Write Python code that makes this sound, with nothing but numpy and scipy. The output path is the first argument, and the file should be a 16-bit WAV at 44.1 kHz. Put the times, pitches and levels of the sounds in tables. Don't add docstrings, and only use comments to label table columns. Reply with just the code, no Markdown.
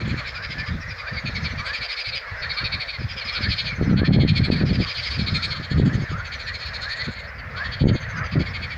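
import sys
import numpy as np
from scipy import signal
from scipy.fft import rfft, irfft, next_fast_len
from scipy.io import wavfile
from scipy.ndimage import uniform_filter1d, minimum_filter1d, map_coordinates

SR = 44100
rng = np.random.default_rng(int(sys.argv[2]) if len(sys.argv) > 2 else 0)


def master(y):
    cut = np.clip(np.atleast_2d(y).T, -1, 1)
    pcm = np.round(cut * 32767)
    wavfile.write(sys.argv[1], SR, pcm.astype(np.int16))


def convert_level_to_amplitude(level_db):
    exponent = np.asarray(level_db, float) / 20
    return 10 ** exponent


N = 386757

# [first note t/s, last note t/s, gap/s, first level/dB, last level/dB]
LEADER_SERIES = [(0.018, 0.28, .082, -42.5, -40), (0.365, 0.68, .079, -48.5, -44),
                 (0.831, 1.086, .086, -51, -39), (1.182, 1.4616, .094, -35, -32),
                 (1.596, 2.14, .079, -38.5, -33), (2.44, 2.66, .073, -32.5, -26),
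                 (2.739, 2.899, .079, -27.5, -33.5), (2.948, 3.102, .082, -36.5, -63),
                 (3.294, 3.677, .077, -30.5, -27.5), (3.836, 3.914, .075, -47, -47),
                 (3.988, 4.53, .077, -35, -29.5), (4.572, 4.615, .043, -34.5, -41),
                 (4.705, 4.705, .08, -40, -38), (4.81, 4.965, .078, -35, -33),
                 (5.043, 5.523, .08, -32.5, -29.5), (5.569, 5.95, .076, -36.5, -47),
                 (6.015, 6.204, .093, -48, -51), (6.266, 6.63, .073, -40.5, -34.5),
                 (6.67, 7.012, .085, -36, -30.5), (7.09, 7.25, .08, -43, -48),
                 (7.582, 7.97, .077, -40.5, -39.5), (8.034, 8.26, .073, -45.5, -73),
                 (8.331, 8.413, .08, -43, -39), (8.475, 8.723, .083, -39, -40.5)]
BRIGHT_SERIES = [
    (.09, .19, .1, -51, -52),
    (1.6, 1.75, .075, -54, -40),
    (5.362, 5.447, .085, -27.5, -28.5),
    (5.874, 5.95, .076, -49, -45.5),
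    (6.55, 6.68, .065, -45, -47),
    (6.755, 7.203, .075, -40, -45),
    (8.41, 8.41, .08, -47, -48),
]
# [t/s, upper resonance f/Hz, then vocal sac, middle, top resonance level/dB re upper]
THROAT_SHAPE = [(.1, 4260, 4.5, -4, -21), (.52, 4520, 8.5, -4, -27), (.9, 4920, 8, -10, -27),
                (1.3, 4300, 2.5, -7.5, -43), (1.62, 4560, 4.5, -1.5, -27), (1.95, 4315, -0.5, -9, -36),
                (2.6, 4378, -3, -10, -44), (3.05, 4366, 5, -4, -38), (3.49, 4352, -5.5, -5, -45),
                (4.18, 4280, -1.5, 1.5, -31), (4.55, 4390, -3, -5, -34), (4.9, 4400, -13, -0.5, -28),
                (5.35, 4330, -2, -9, -37), (5.85, 4388, -11, 2.5, -18), (6.21, 4426, 2.5, 1, -20),
                (6.7, 4283, -6.5, -11.5, -31.5), (7.9, 4460, -6, 2.5, -27), (8.5, 4470, 6.5, 0.5, -27)]
# [first note t/s, last note t/s, first level/dB, last level/dB, f/Hz]
SMALL_SERIES = [(.29, .29, -38, -38, 5100), (.362, .676, -36.5, -37, 4960), (.823, .823, -48, -44, 4850),
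                (.909, 1.089, -42.5, -52, 5010), (1.143, 1.143, -40, -45, 4745),
                (1.688, 2.165, -36.5, -30, 4890), (3.026, 3.34, -39, -30.5, 4994),
                (3.425, 3.578, -31, -35.5, 4940), (3.66, 3.66, -35.5, -42, 4790),
                (4.672, 4.747, -38.5, -32.5, 4930), (4.826, 5.148, -28.5, -31.5, 4887),
                (5.23, 5.55, -38, -63, 5067), (5.793, 6.12, -56, -47, 4958), (6.6, 6.685, -42, -44, 5036),
                (8.175, 8.409, -40.5, -43, 4812)]
# [t/s, level/dB, f/Hz]
CLEAR_NOTES = [(.07, -43, 4360), (0.2, -36, 4320), (0.26, -36.5, 3800), (7.06, -33.5, 4320),
               (6.5, -35, 4400), (7.4, -41, 4600), (7.2, -40, 3900), (1, -40.5, 3730), (3.225, -29, 4310),
               (4.7, -36, 4300), (.1, -52, 4800), (1.52, -38, 4200), (2.62, -33, 4450), (2.55, -39, 5130),
               (3.005, -43, 5110), (.065, -42, 3400), (0.21, -47, 3650), (1.9, -41, 4300), (1.7, -38, 4400),
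               (4.6, -36, 4600), (3.14, -42, 5470), (2.2, -51, 4700)]
# [first note t/s, last note t/s, level/dB, first f/Hz, last f/Hz]
WHISTLE_SERIES = [(.82, .89, -51, 5520, 5580), (1.205, 1.205, -59, 6570, 6400),
                  (1.275, 1.598, -56, 6510, 5820), (1.67, 1.67, -61, 7970, 8000),
                  (1.83, 2.15, -70, 8670, 8450), (2.51, 2.66, -76, 8740, 8500),
                  (2.74, 2.89, -70, 8340, 8080), (3.3, 3.3, -78, 8900, 8900), (3.37, 3.68, -72, 9000, 8280),
                  (3.611, 3.925, -56.5, 6540, 5900), (4.38, 4.525, -67, 8300, 7980),
                  (4.57, 4.57, -75, 8550, 8550), (4.956, 5.195, -69.5, 8800, 8340),
                  (5.364, 5.448, -59.5, 8100, 8080), (5.52, 5.52, -75, 8370, 8500),
                  (6.03, 6.117, -55, 6500, 6650), (6.192, 6.441, -57, 6370, 5890),
                  (6.752, 6.925, -76.5, 8600, 8900), (7.873, 8.019, -52.5, 6580, 6310),
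                  (8.105, 8.262, -53.5, 6290, 6100)]
# [start t/s, length/s, level/dB, first f/Hz, last f/Hz]
PEEPS = [
    (2.245, 0.096, -40, 2110, 2300),
    (3.3, 0.033, -38, 1900, 2000),
    (4.855, .035, -62, 3550, 3100),
    (3.5, .05, -46, 2600, 3900),
]
# [start t/s, level/dB, length/s, start f/Hz, end f/Hz]
CROAKS = [(.3, -31, 0.17, 1160, 1760), (.66, -34, 0.063, 1700, 1850), (8.65, -32.5, 0.09, 1950, 1900),
          (7.24, -35, 0.075, 1800, 1910), (8.1, -31, .3, 1247, 1352), (.55, -25, 0.086, 1610, 1746),
          (.8, -29, 0.11, 1780, 2070), (.99, -29, 0.13, 1175, 1870), (1.58, -27.5, 0.17, 1130, 1830),
          (2.35, -27.5, 0.14, 1471, 1893), (2.55, -30.5, 0.075, 1020, 1810), (3.22, -36, 0.18, 1050, 1370),
          (3.38, -25.5, 0.11, 1428, 1805), (3.67, -24, 0.067, 2480, 2190), (3.95, -27, 0.12, 1416, 1868),
          (5.25, -32, 0.18, 1214, 1391), (5.47, -29, 0.066, 1202, 1455), (5.79, -33.5, 0.15, 1196, 1849),
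          (6.1, -28.5, 0.12, 1195, 1497), (6.41, -29, 0.12, 1640, 1984), (6.8, -28, 0.12, 1382, 1952),
          (7.12, -34, 0.12, 2270, 2065), (6.97, -22.5, 0.059, 1750, 2005), (7.52, -25.5, 0.152, 1199, 1910),
          (5.68, -34, 0.059, 1607, 1792), (6.25, -36.5, .12, 1644, 1850), (6.6, -31, 0.043, 1800, 1903),
          (8.02, -33, .07, 2140, 1600), (7.93, -36, 0.033, 2100, 2150), (8.1, -35, 0.031, 2106, 2150),
          (6.88, -29, 0.084, 1730, 1900), (8.13, -25, 0.11, 1114, 1884), (8.3, -31, 0.1, 1134, 1491)]
# [t/s, croaking level/dB, rattling level/dB]
FAR_LEVELS = [(0, -34, -40), (.96, -39.5, -43), (1.63, -34, -39), (2.06, -39.5, -44.5), (2.45, -34.5, -41),
              (3.09, -38.5, -44.5), (3.3, -36.5, -41), (3.66, -38.5, -41), (3.8, -36.5, -44.5),
              (4.25, -37.5, -50.5), (5.0, -37, -35.5), (6.03, -38, -45.5), (6.99, -36, -42),
              (7.38, -40, -52.5), (7.65, -33.5, -42), (7.86, -39.5, -50), (8.14, -34, -46.5),
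              (8.76, -38.5, -42)]
# [f/Hz, level/dB]
DRONE_SPECTRUM = [(330, -34.5), (480, -6.5), (620, -9), (850, -11), (1250, -5), (1750, 1), (2300, -5),
                  (2900, -17.5), (3800, -41.5)]
# [f/Hz, level/dB]
BUZZ_SPECTRUM = [(2600, -31.5), (3300, -4), (4300, -4.5), (5200, -6.5), (5800, -13.5), (6600, -17),
                 (7600, -26), (8500, -53)]
# [t/s, buffet level/dB]
BREEZE_LEVELS = [(0, -37.5), (.3, -40), (.65, -35), (1.05, -42), (1.6, -38), (1.93, -54), (2.5, -44),
                 (3.3, -40), (3.7, -33), (4.9, -35.5), (5.13, -37.5), (5.5, -32.5), (6.3, -38.5),
                 (7.2, -40), (7.8, -33.5), (8.76, -33.5)]
# [start t/s, hold/s, buffet level/dB, sharp part level/dB re
GUSTS = [(0, 0.19, -25, -9.5), (0.494, 0.063, -33, -10), (0.692, 0.11, -26, -13), (0.891, 0.033, -32, -19),
         (1.126, 0.0497, -25, -12), (1.258, 0.37, -35, -15), (2.618, 0.04, -30, -21),
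         (2.743, 0.048, -30, -15), (2.993, 0.072, -28, -16), (3.385, 0.12, -28, -13),
         (3.789, 0.07, -20, -7), (3.878, 0.17, -17, -5.5), (4.089, .17, -13.5, -6.5),
         (4.272, 0.058, -20, -21), (4.355, 0.086, -17, -18), (4.474, 0.053, -22, 0.5),
         (4.592, .23, -23, -11), (5.184, 0.22, -28, -13), (5.581, 0.035, -25, -14),
         (5.713, .05, -21.5, -9.5), (5.776, 0.11, -15.5, -9), (5.915, .11, -22.5, -9.5),
         (6.107, 0.041, -24.5, -10.5), (7.078, 0.019, -29.5, -8), (7.447, 0.062, -32.5, -14),
         (7.816, 0.13, -19, -1.5), (8.135, 0.091, -27.5, -15.5), (8.33, 0.086, -20, -4),
         (8.476, 0.051, -28, -18),
         (0.114, 0.047, -23, -9), (0.575, 0.057, -32, -9.5), (0.843, 0.042, -35, -16),
         (1.249, 0.069, -30, -6), (1.354, 0.13, -28.5, -13), (1.517, 0.022, -32, -6.5),
         (1.574, 0.038, -30, -16), (1.713, 0.031, -40, -16), (1.789, 0.036, -38, -17),
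         (2.077, 0.1, -39, -18), (2.305, 0.065, -39, -22), (2.41, .14, -37, -28), (3.459, .045, -31.5, -5),
         (2.7, 0.021, -32, -15), (3.105, 0.017, -33, -13), (3.154, 0.019, -33, -15),
         (3.253, 0.026, -36, -10), (3.544, 0.028, -33, -15), (3.638, 0.093, -31, -21),
         (4.543, 0.043, -22, -6.5), (4.624, 0.0302, -16, -6), (4.688, 0.051, -19, -7),
         (4.775, 0.046, -19, -8), (4.877, 0.013, -29.5, -14.5), (5.104, 0.025, -32, -14.5),
         (5.176, 0.057, -22, -14), (5.276, 0.021, -24, -17), (5.329, 0.031, -23, -6),
         (5.42, 0.067, -30, -12), (6.02, .022, -23.5, -9), (6.465, .047, -34, -19),
         (6.799, 0.038, -37.5, -19), (6.999, 0.036, -32.5, -18), (7.571, 0.048, -29.5, -16),
         (7.692, .035, -31, -10), (8.606, 0.057, -32, -12.5), (8.722, 0.056, -32.5, -19)]
# [t/s, peak level/dB, f/Hz]
JOLTS = [(.08, -20, 180), (.145, -17.5, 150), (2.635, -27, 150), (3.02, -24, 149), (3.41, -22, 150),
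         (3.47, -25, 160), (3.815, -10.5, 227), (3.828, -11.5, 200), (3.915, -11.5, 190), (3.944, -10, 170),
         (4.02, -6.5, 189.8), (4.035, -10, 230), (4.095, -15, 230), (4.111, -7, 170), (4.165, -14.5, 220),
         (4.19, -8.5, 221), (4.238, -6, 180), (4.252, -4.5, 170), (4.408, -11.5, 149), (4.486, -19.5, 240),
         (4.504, -3.5, 242.5), (4.615, -15, 220), (4.64, -6, 150.4), (4.73, -15.5, 189.7),
         (4.805, -14, 210), (5.196, -20, 180), (5.274, -26.5, 159), (5.33, -22, 150), (5.602, -24, 140),
         (5.718, -18.5, 169), (5.785, -13.5, 160), (5.801, -4.5, 209), (5.955, -19.5, 200),
         (6.024, -22, 188.7), (6.12, -23, 170), (7.09, -22.5, 191), (7.843, -4.5, 201), (7.858, -1, 189),
         (7.872, 0, 193), (7.901, -8.5, 170), (7.915, -11, 170.3), (7.956, -16, 210), (8.36, -14.5, 165)]
# [f/Hz, level/dB]
BUFFET_SPECTRUM = [(20, -21), (45, -8.5), (75, 2.5), (110, 1.5), (160, -3), (230, -15), (400, -45.5)]
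# [f/Hz, level/dB]
SHARP_SPECTRUM = [(120, -0.5), (220, 2.5), (320, -8), (500, -15.5), (800, -26), (1200, -39)]
# [f/Hz, level/dB]
RUMBLE_SPECTRUM = [(110, -23.5), (200, -13), (330, -12.5), (440, -3.5), (620, 0), (900, -9.5),
                   (1200, -18.5)]
# [f/Hz, level/dB]
HISS_SPECTRUM = [(300, -0.5), (9000, -8.5), (12000, -8.5), (13700, -11.5), (14500, 2), (15500, 0.5)]
# [t/s, peak level/dB]
TICKS = [
    (3.813, -38),
    (4.013, -40),
    (4.192, -39),
    (4.232, -48),
    (4.252, -37),
    (4.8, -44),
    (6.664, -36),
]

SWELL_DB, SWELL_NOTES, UNEVEN_DB = 3.5, 1.56, 0.95
NOTE_GAP_S = 0.08
GUST_RISE_DB_PER_S, GUST_FALL_DB_PER_S, BREEZE_SHARP_DB = 901, 700.5, -16.5
GUST_EVENNESS = 0.3
RUMBLE_DB = -53.5


def rattle(rows, bright_db):
    s, done, swell_db, _, first_db, last_db = series(rows, np.transpose(rows)[2])[:, :, None]
    db = first_db + (last_db - first_db) * done + swell_db
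    at, *shape = np.transpose(THROAT_SHAPE)
    upper_hz, sac_db, mid_db, top_db = (np.interp(s, at, column) for column in shape)
    t, u = train(s - .028, .056, rate=385, jitter=.028, slowing=.24, count=22)
    size = convert_level_to_amplitude(db + 6.5) * np.sin(np.pi * u ** 0.85) ** 1.33
    size = size * scatter(u, 2.5 * u)

    def spread(hz):
        return hz * rng.standard_normal(s.shape)

    sound = rings(t, size, upper_hz * (1.015 - 0.041 * u) + spread(40), life=0.001, sag=0.0073)
    size = size * np.sin(np.pi * u) ** 0.25
    sound += rings(t, size * convert_level_to_amplitude(-4.0) * scatter(s, 1.6), 3800 + spread(80), life=0.0008, sag=0.0089)
    sound += rings(t, size * convert_level_to_amplitude(-15.5) * scatter(u, 3.9), 4900 + spread(85), life=0.0007, sag=0.11)
    sac_size = size * convert_level_to_amplitude(sac_db) * scatter(u, 0.75)
    sac_hz = 2370 - 160 * u + spread(66) + 35 * rng.standard_normal(u.shape)
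    sound += rings(t, sac_size, sac_hz, life=0.0011, sag=0.016)
    sound += rings(t, size * convert_level_to_amplitude(mid_db) * scatter(u, 1), 3300 + spread(70), life=0.00057, sag=0.0037)
    top_size = size * convert_level_to_amplitude(top_db + bright_db) * scatter(u, 2.5)
    sound += rings(t, top_size, 6750 + spread(140), life=0.00035, sag=0.05)
    sound += rings(t, size * convert_level_to_amplitude(-46.5) * scatter(s, 3), 14800 + spread(250), life=.0003)
    edge_size = size * convert_level_to_amplitude(-43.5 + .5 * bright_db) * scatter(s, 3.1)
    return sound + rings(t, edge_size, 10600 + spread(400), life=0.00023)


def small_frog():
    s, done, swell_db, first_db, last_db, hz = series(SMALL_SERIES, NOTE_GAP_S)
    db = first_db + (last_db - first_db) * done + swell_db
    hz = hz * (1 + 0.006 * rng.standard_normal(len(s)))
    series_count = len(s)
    s, db, hz = np.hstack([[s, db, hz], np.transpose(CLEAR_NOTES)])[:, :, None]
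    rough = np.where(np.arange(len(s)) < series_count, 1, .2)[:, None]
    t, u = train(s - .022, .03 + .016 * rough, rate=520, jitter=.022 * rough, slowing=.38, count=26)
    size = convert_level_to_amplitude(db + 1.5) * np.sin(np.pi * u ** 1.23) ** 0.52
    size = size * scatter(u, (1 + 3 * u) * rough)
    sound = rings(t, size, hz * (1.02 - 0.048 * u), life=0.00096, sag=0.017)
    sound += rings(t, size * convert_level_to_amplitude(1.5), 2350 + 60 * rng.standard_normal(s.shape), life=0.00072)
    sound += rings(t, size * convert_level_to_amplitude(-39), 2.1 * hz, life=.0003)
    sound += rings(t, size * convert_level_to_amplitude(-19.0), 1.3 * hz, life=0.00023)
    sound += rings(t, size * convert_level_to_amplitude(-2.5) * scatter(s, 2.5), 0.815 * hz, life=0.00038)
    return sound + rings(t, size * convert_level_to_amplitude(-1.5) * scatter(s, 2.2), 0.652 * hz, life=0.00047)


def whistles():
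    out = np.zeros(N + SR)
    t = np.arange(int(0.046 * SR)) / SR
    u = t / t[-1]
    throb = 1 + .7 * np.sin(2 * np.pi * 335 * t)
    at, done, swell_db, level_db, first_hz, last_hz = series(WHISTLE_SERIES, NOTE_GAP_S)
    for s, db, hz in zip(at, level_db + swell_db, first_hz + (last_hz - first_hz) * done):
        drift, husk = uniform_filter1d(rng.standard_normal((2, len(t))), size=130, axis=1)
        phase = 2 * np.pi * np.cumsum(hz * (1.008 - 0.022 * u) + 900 * drift) / SR
        fundamental = (5700 < hz < 7000) * convert_level_to_amplitude(11) * np.sin(phase / 3)
        tone = throb * (1 + 3 * husk) * np.sin(phase) + fundamental
        out[round((s - .022) * SR):][:len(t)] += convert_level_to_amplitude(db + 3.5) * np.sin(np.pi * u) * tone
    for s, length, db, hz, end_hz in PEEPS:
        u = np.linspace(0, 1, int(length * SR))
        phase = 2 * np.pi * np.cumsum(hz + (end_hz - hz) * u) / SR
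        tone = np.sin(phase) + convert_level_to_amplitude(-9) * np.sin(2 * phase)
        out[round(s * SR):][:len(u)] += convert_level_to_amplitude(db) * np.sin(np.pi * u) ** 0.69 * tone
    return out[:N]


def croak(rows):
    s, db, length, hz, top_hz = np.transpose(rows)[:, :, None]
    t, u = train(s, length, rate=215, jitter=.02, slowing=-.5, count=48)
    size = convert_level_to_amplitude(db - 1.5) * np.sin(np.pi * u ** 2.0) ** 0.33 * scatter(u, 2.0)
    climb = .5 * u + .5 * (3 * u ** 2 - 2 * u ** 3)
    sac = rings(t, size, hz + (top_hz - hz) * climb, life=0.0019)
    return sac + rings(t, size * convert_level_to_amplitude(-7.5), 0.974 * hz, life=0.0009)


def series(rows, gap):
    rows = np.asarray(rows)
    gaps = np.round((rows[:, 1] - rows[:, 0]) / gap).astype(int)
    row = np.repeat(np.arange(len(rows)), gaps + 1)
    k = np.concatenate([np.arange(g + 1) for g in gaps])
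    u = k / np.maximum(gaps[row], 1)
    first, last, *cols = rows[row].T
    from_end = np.minimum(k, gaps[row] - k)
    swell_db = SWELL_DB * (1 - np.exp(-from_end / SWELL_NOTES))
    swell_db = swell_db + UNEVEN_DB * rng.standard_normal(len(k))
    return np.array([first + (last - first) * u, u, swell_db, *cols])


def train(start, length, rate, jitter, slowing, count):
    length = np.reshape(length, (-1, 1))
    chance = rng.standard_normal((len(start), count + 1))
    tired = np.arange(count) / count
    rough = 1 + 2 * jitter * (.12 + tired) * chance[:, 1:]
    slow = 1 + slowing * (1 + 0.3004 * chance[:, 1:2]) * tired
    gaps = rough * slow / (rate * (1 + .05 * chance[:, :1]))
    t = np.cumsum(np.abs(gaps), axis=1)
    return np.reshape(start, (-1, 1)) + t, np.clip(t / length, 0, 1)


def scatter(like, db):
    return convert_level_to_amplitude(db * rng.standard_normal(like.shape))


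def rings(s, gain, hz, life, sag=0):
    s, gain, hz = (np.ravel(v)[:, None] for v in np.broadcast_arrays(s, gain, hz))
    keep = gain[:, 0] > 1e-9
    s, gain, hz = s[keep], gain[keep], hz[keep]
    at = np.ceil(s * SR).astype(int) + np.arange(int(12 * life * SR))
    age = (at / SR - s) / life
    shape = 2 * age ** 2 * np.exp(-age) * (1 - age / 12.5) ** 2
    wave = gain * shape * np.sin(2 * np.pi * hz * life * age * (1 + sag * (1 - age / 4)))
    slot = np.where(at < 0, N, np.minimum(at, N))
    return np.bincount(slot.ravel(), wave.ravel(), N + 1)[:N]


def pond(x):
    t = np.arange(SR // 4) / SR
    tail = rng.standard_normal(len(t)) * convert_level_to_amplitude(-60 * t / .35) * (t > .004)
    return signal.fftconvolve(x, tail / np.linalg.norm(tail))[:N]


def far_chorus():
    drone_db, buzz_db = curves(FAR_LEVELS)
    drone = coloured(rng.standard_normal(N), DRONE_SPECTRUM)
    drone = drone + 0.53 * crowd(1121, 2140, rate=230, life=0.0017, count=330)
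    drone = drone + 0.17 * crowd(475, 670, rate=110, life=0.0023, count=120)
    buzz = coloured(rng.standard_normal(N), BUZZ_SPECTRUM)
    buzz = buzz + 1.1 * crowd(2900, 5200, rate=450, life=.0006, count=300)
    flutter_db = 1.5 * wobble(13)
    drone_gain = convert_level_to_amplitude(drone_db + flutter_db[::-1] * 0.74)
    return drone_gain * unit(drone) + convert_level_to_amplitude(buzz_db - 7.0 + flutter_db) * unit(buzz)


def crowd(low_hz, high_hz, rate, life, count):
    s, pick, length = rng.random((count, 3)).T[:, :, None]
    t, u = train(s * N / SR, .04 + .05 * length, rate, jitter=.03, slowing=.4, count=20)
    hz = low_hz + (high_hz - low_hz) * pick
    return unit(rings(t, np.sin(np.pi * u) * scatter(s, 3.1), hz * (1.04 - 0.059 * u), life, sag=0.03))


def wind():
    t = np.arange(0, N, 32) / SR
    gain = convert_level_to_amplitude(curves(BREEZE_LEVELS)[0][::32])
    sharp_gain = gain * convert_level_to_amplitude(BREEZE_SHARP_DB)
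    for s, hold, gust_db, sharp_db in GUSTS:
        rise_db = GUST_RISE_DB_PER_S * np.maximum(s - t, 0)
        fall_db = GUST_FALL_DB_PER_S * np.maximum(t - s - hold, 0)
        gust = convert_level_to_amplitude(gust_db - rise_db - fall_db)
        gain = np.maximum(gain, gust)
        sharp_gain = np.maximum(sharp_gain, gust * convert_level_to_amplitude(sharp_db))
    gain, sharp_gain = (np.interp(np.arange(N) / SR, t, g) for g in (gain, sharp_gain))
    lumps = wobble(22)
    passed = np.cumsum((gain / convert_level_to_amplitude(-28)) ** .2)
    eddies = coloured(rng.standard_normal(N), BUFFET_SPECTRUM)
    eddies = map_coordinates(eddies, [passed], order=1, mode="mirror")
    low = unit(convert_level_to_amplitude(3.1 * lumps + 3.2 * wobble(45)) * eddies)
    spikes = convert_level_to_amplitude(np.minimum(6.6 * lumps + 9 * wobble(70), 8)) * rng.standard_normal(N)
    low, sharp = evened(low), evened(unit(coloured(spikes, SHARP_SPECTRUM)))
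    low = low + convert_level_to_amplitude(RUMBLE_DB) / gain * coloured(rng.standard_normal(N), RUMBLE_SPECTRUM)
    s, peak_db, hz = np.transpose(JOLTS)
    jolts = rings(s - .003, convert_level_to_amplitude(peak_db + 5.5), hz, life=0.0011, sag=0.73)
    return gain * low + sharp_gain * sharp + jolts


def evened(x):
    power = np.abs(uniform_filter1d(x ** 2, size=2200))
    return unit(x / (power + .01) ** (GUST_EVENNESS / 2))


def unit(x):
    return x / np.sqrt(np.mean(x ** 2) + 1e-20)


def curves(rows):
    s, *cols = np.transpose(rows)
    return [np.interp(np.arange(N) / SR, s, c) for c in cols]


def wobble(rate):
    return map_coordinates(rng.standard_normal(int(N * rate / SR) + 4), [np.arange(N) * rate / SR])


def coloured(x, points):
    m = next_fast_len(N + 8192)
    hz, db = np.transpose(points)
    bin_hz = np.fft.rfftfreq(m, 1 / SR) + 1
    gain_db = np.interp(np.log(bin_hz), np.log(hz), db, left=-120, right=-120)
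    return unit(irfft(rfft(x, m) * convert_level_to_amplitude(gain_db), m)[:N])


def scene():
    near = rattle(LEADER_SERIES, bright_db=6.0) + rattle(BRIGHT_SERIES, bright_db=18.5)
    near = near + small_frog() + whistles() + croak(CROAKS)
    return (near + convert_level_to_amplitude(-10.5) * pond(near) + far_chorus() + wind())[None]


def roll_off(x):
    return signal.sosfilt(signal.butter(12, 16860, fs=SR, output="sos"), x)


def record(dry):
    x = dry[0] + convert_level_to_amplitude(-71.5) * coloured(rng.standard_normal(N), HISS_SPECTRUM)
    need = np.minimum(1, 0.32 / (np.abs(x) + 1e-9)) ** 0.64
    hold = minimum_filter1d(need, size=600, origin=200)
    x = x * uniform_filter1d(hold, size=300)
    x = x * np.minimum(1, np.arange(N) / (.004 * SR))
    s, db = np.transpose(TICKS)
    x = x + rings(s, convert_level_to_amplitude(db - 8.0), 11800, life=.00017)
    return roll_off(x[None])


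dry = scene()
out = record(dry)
master(out)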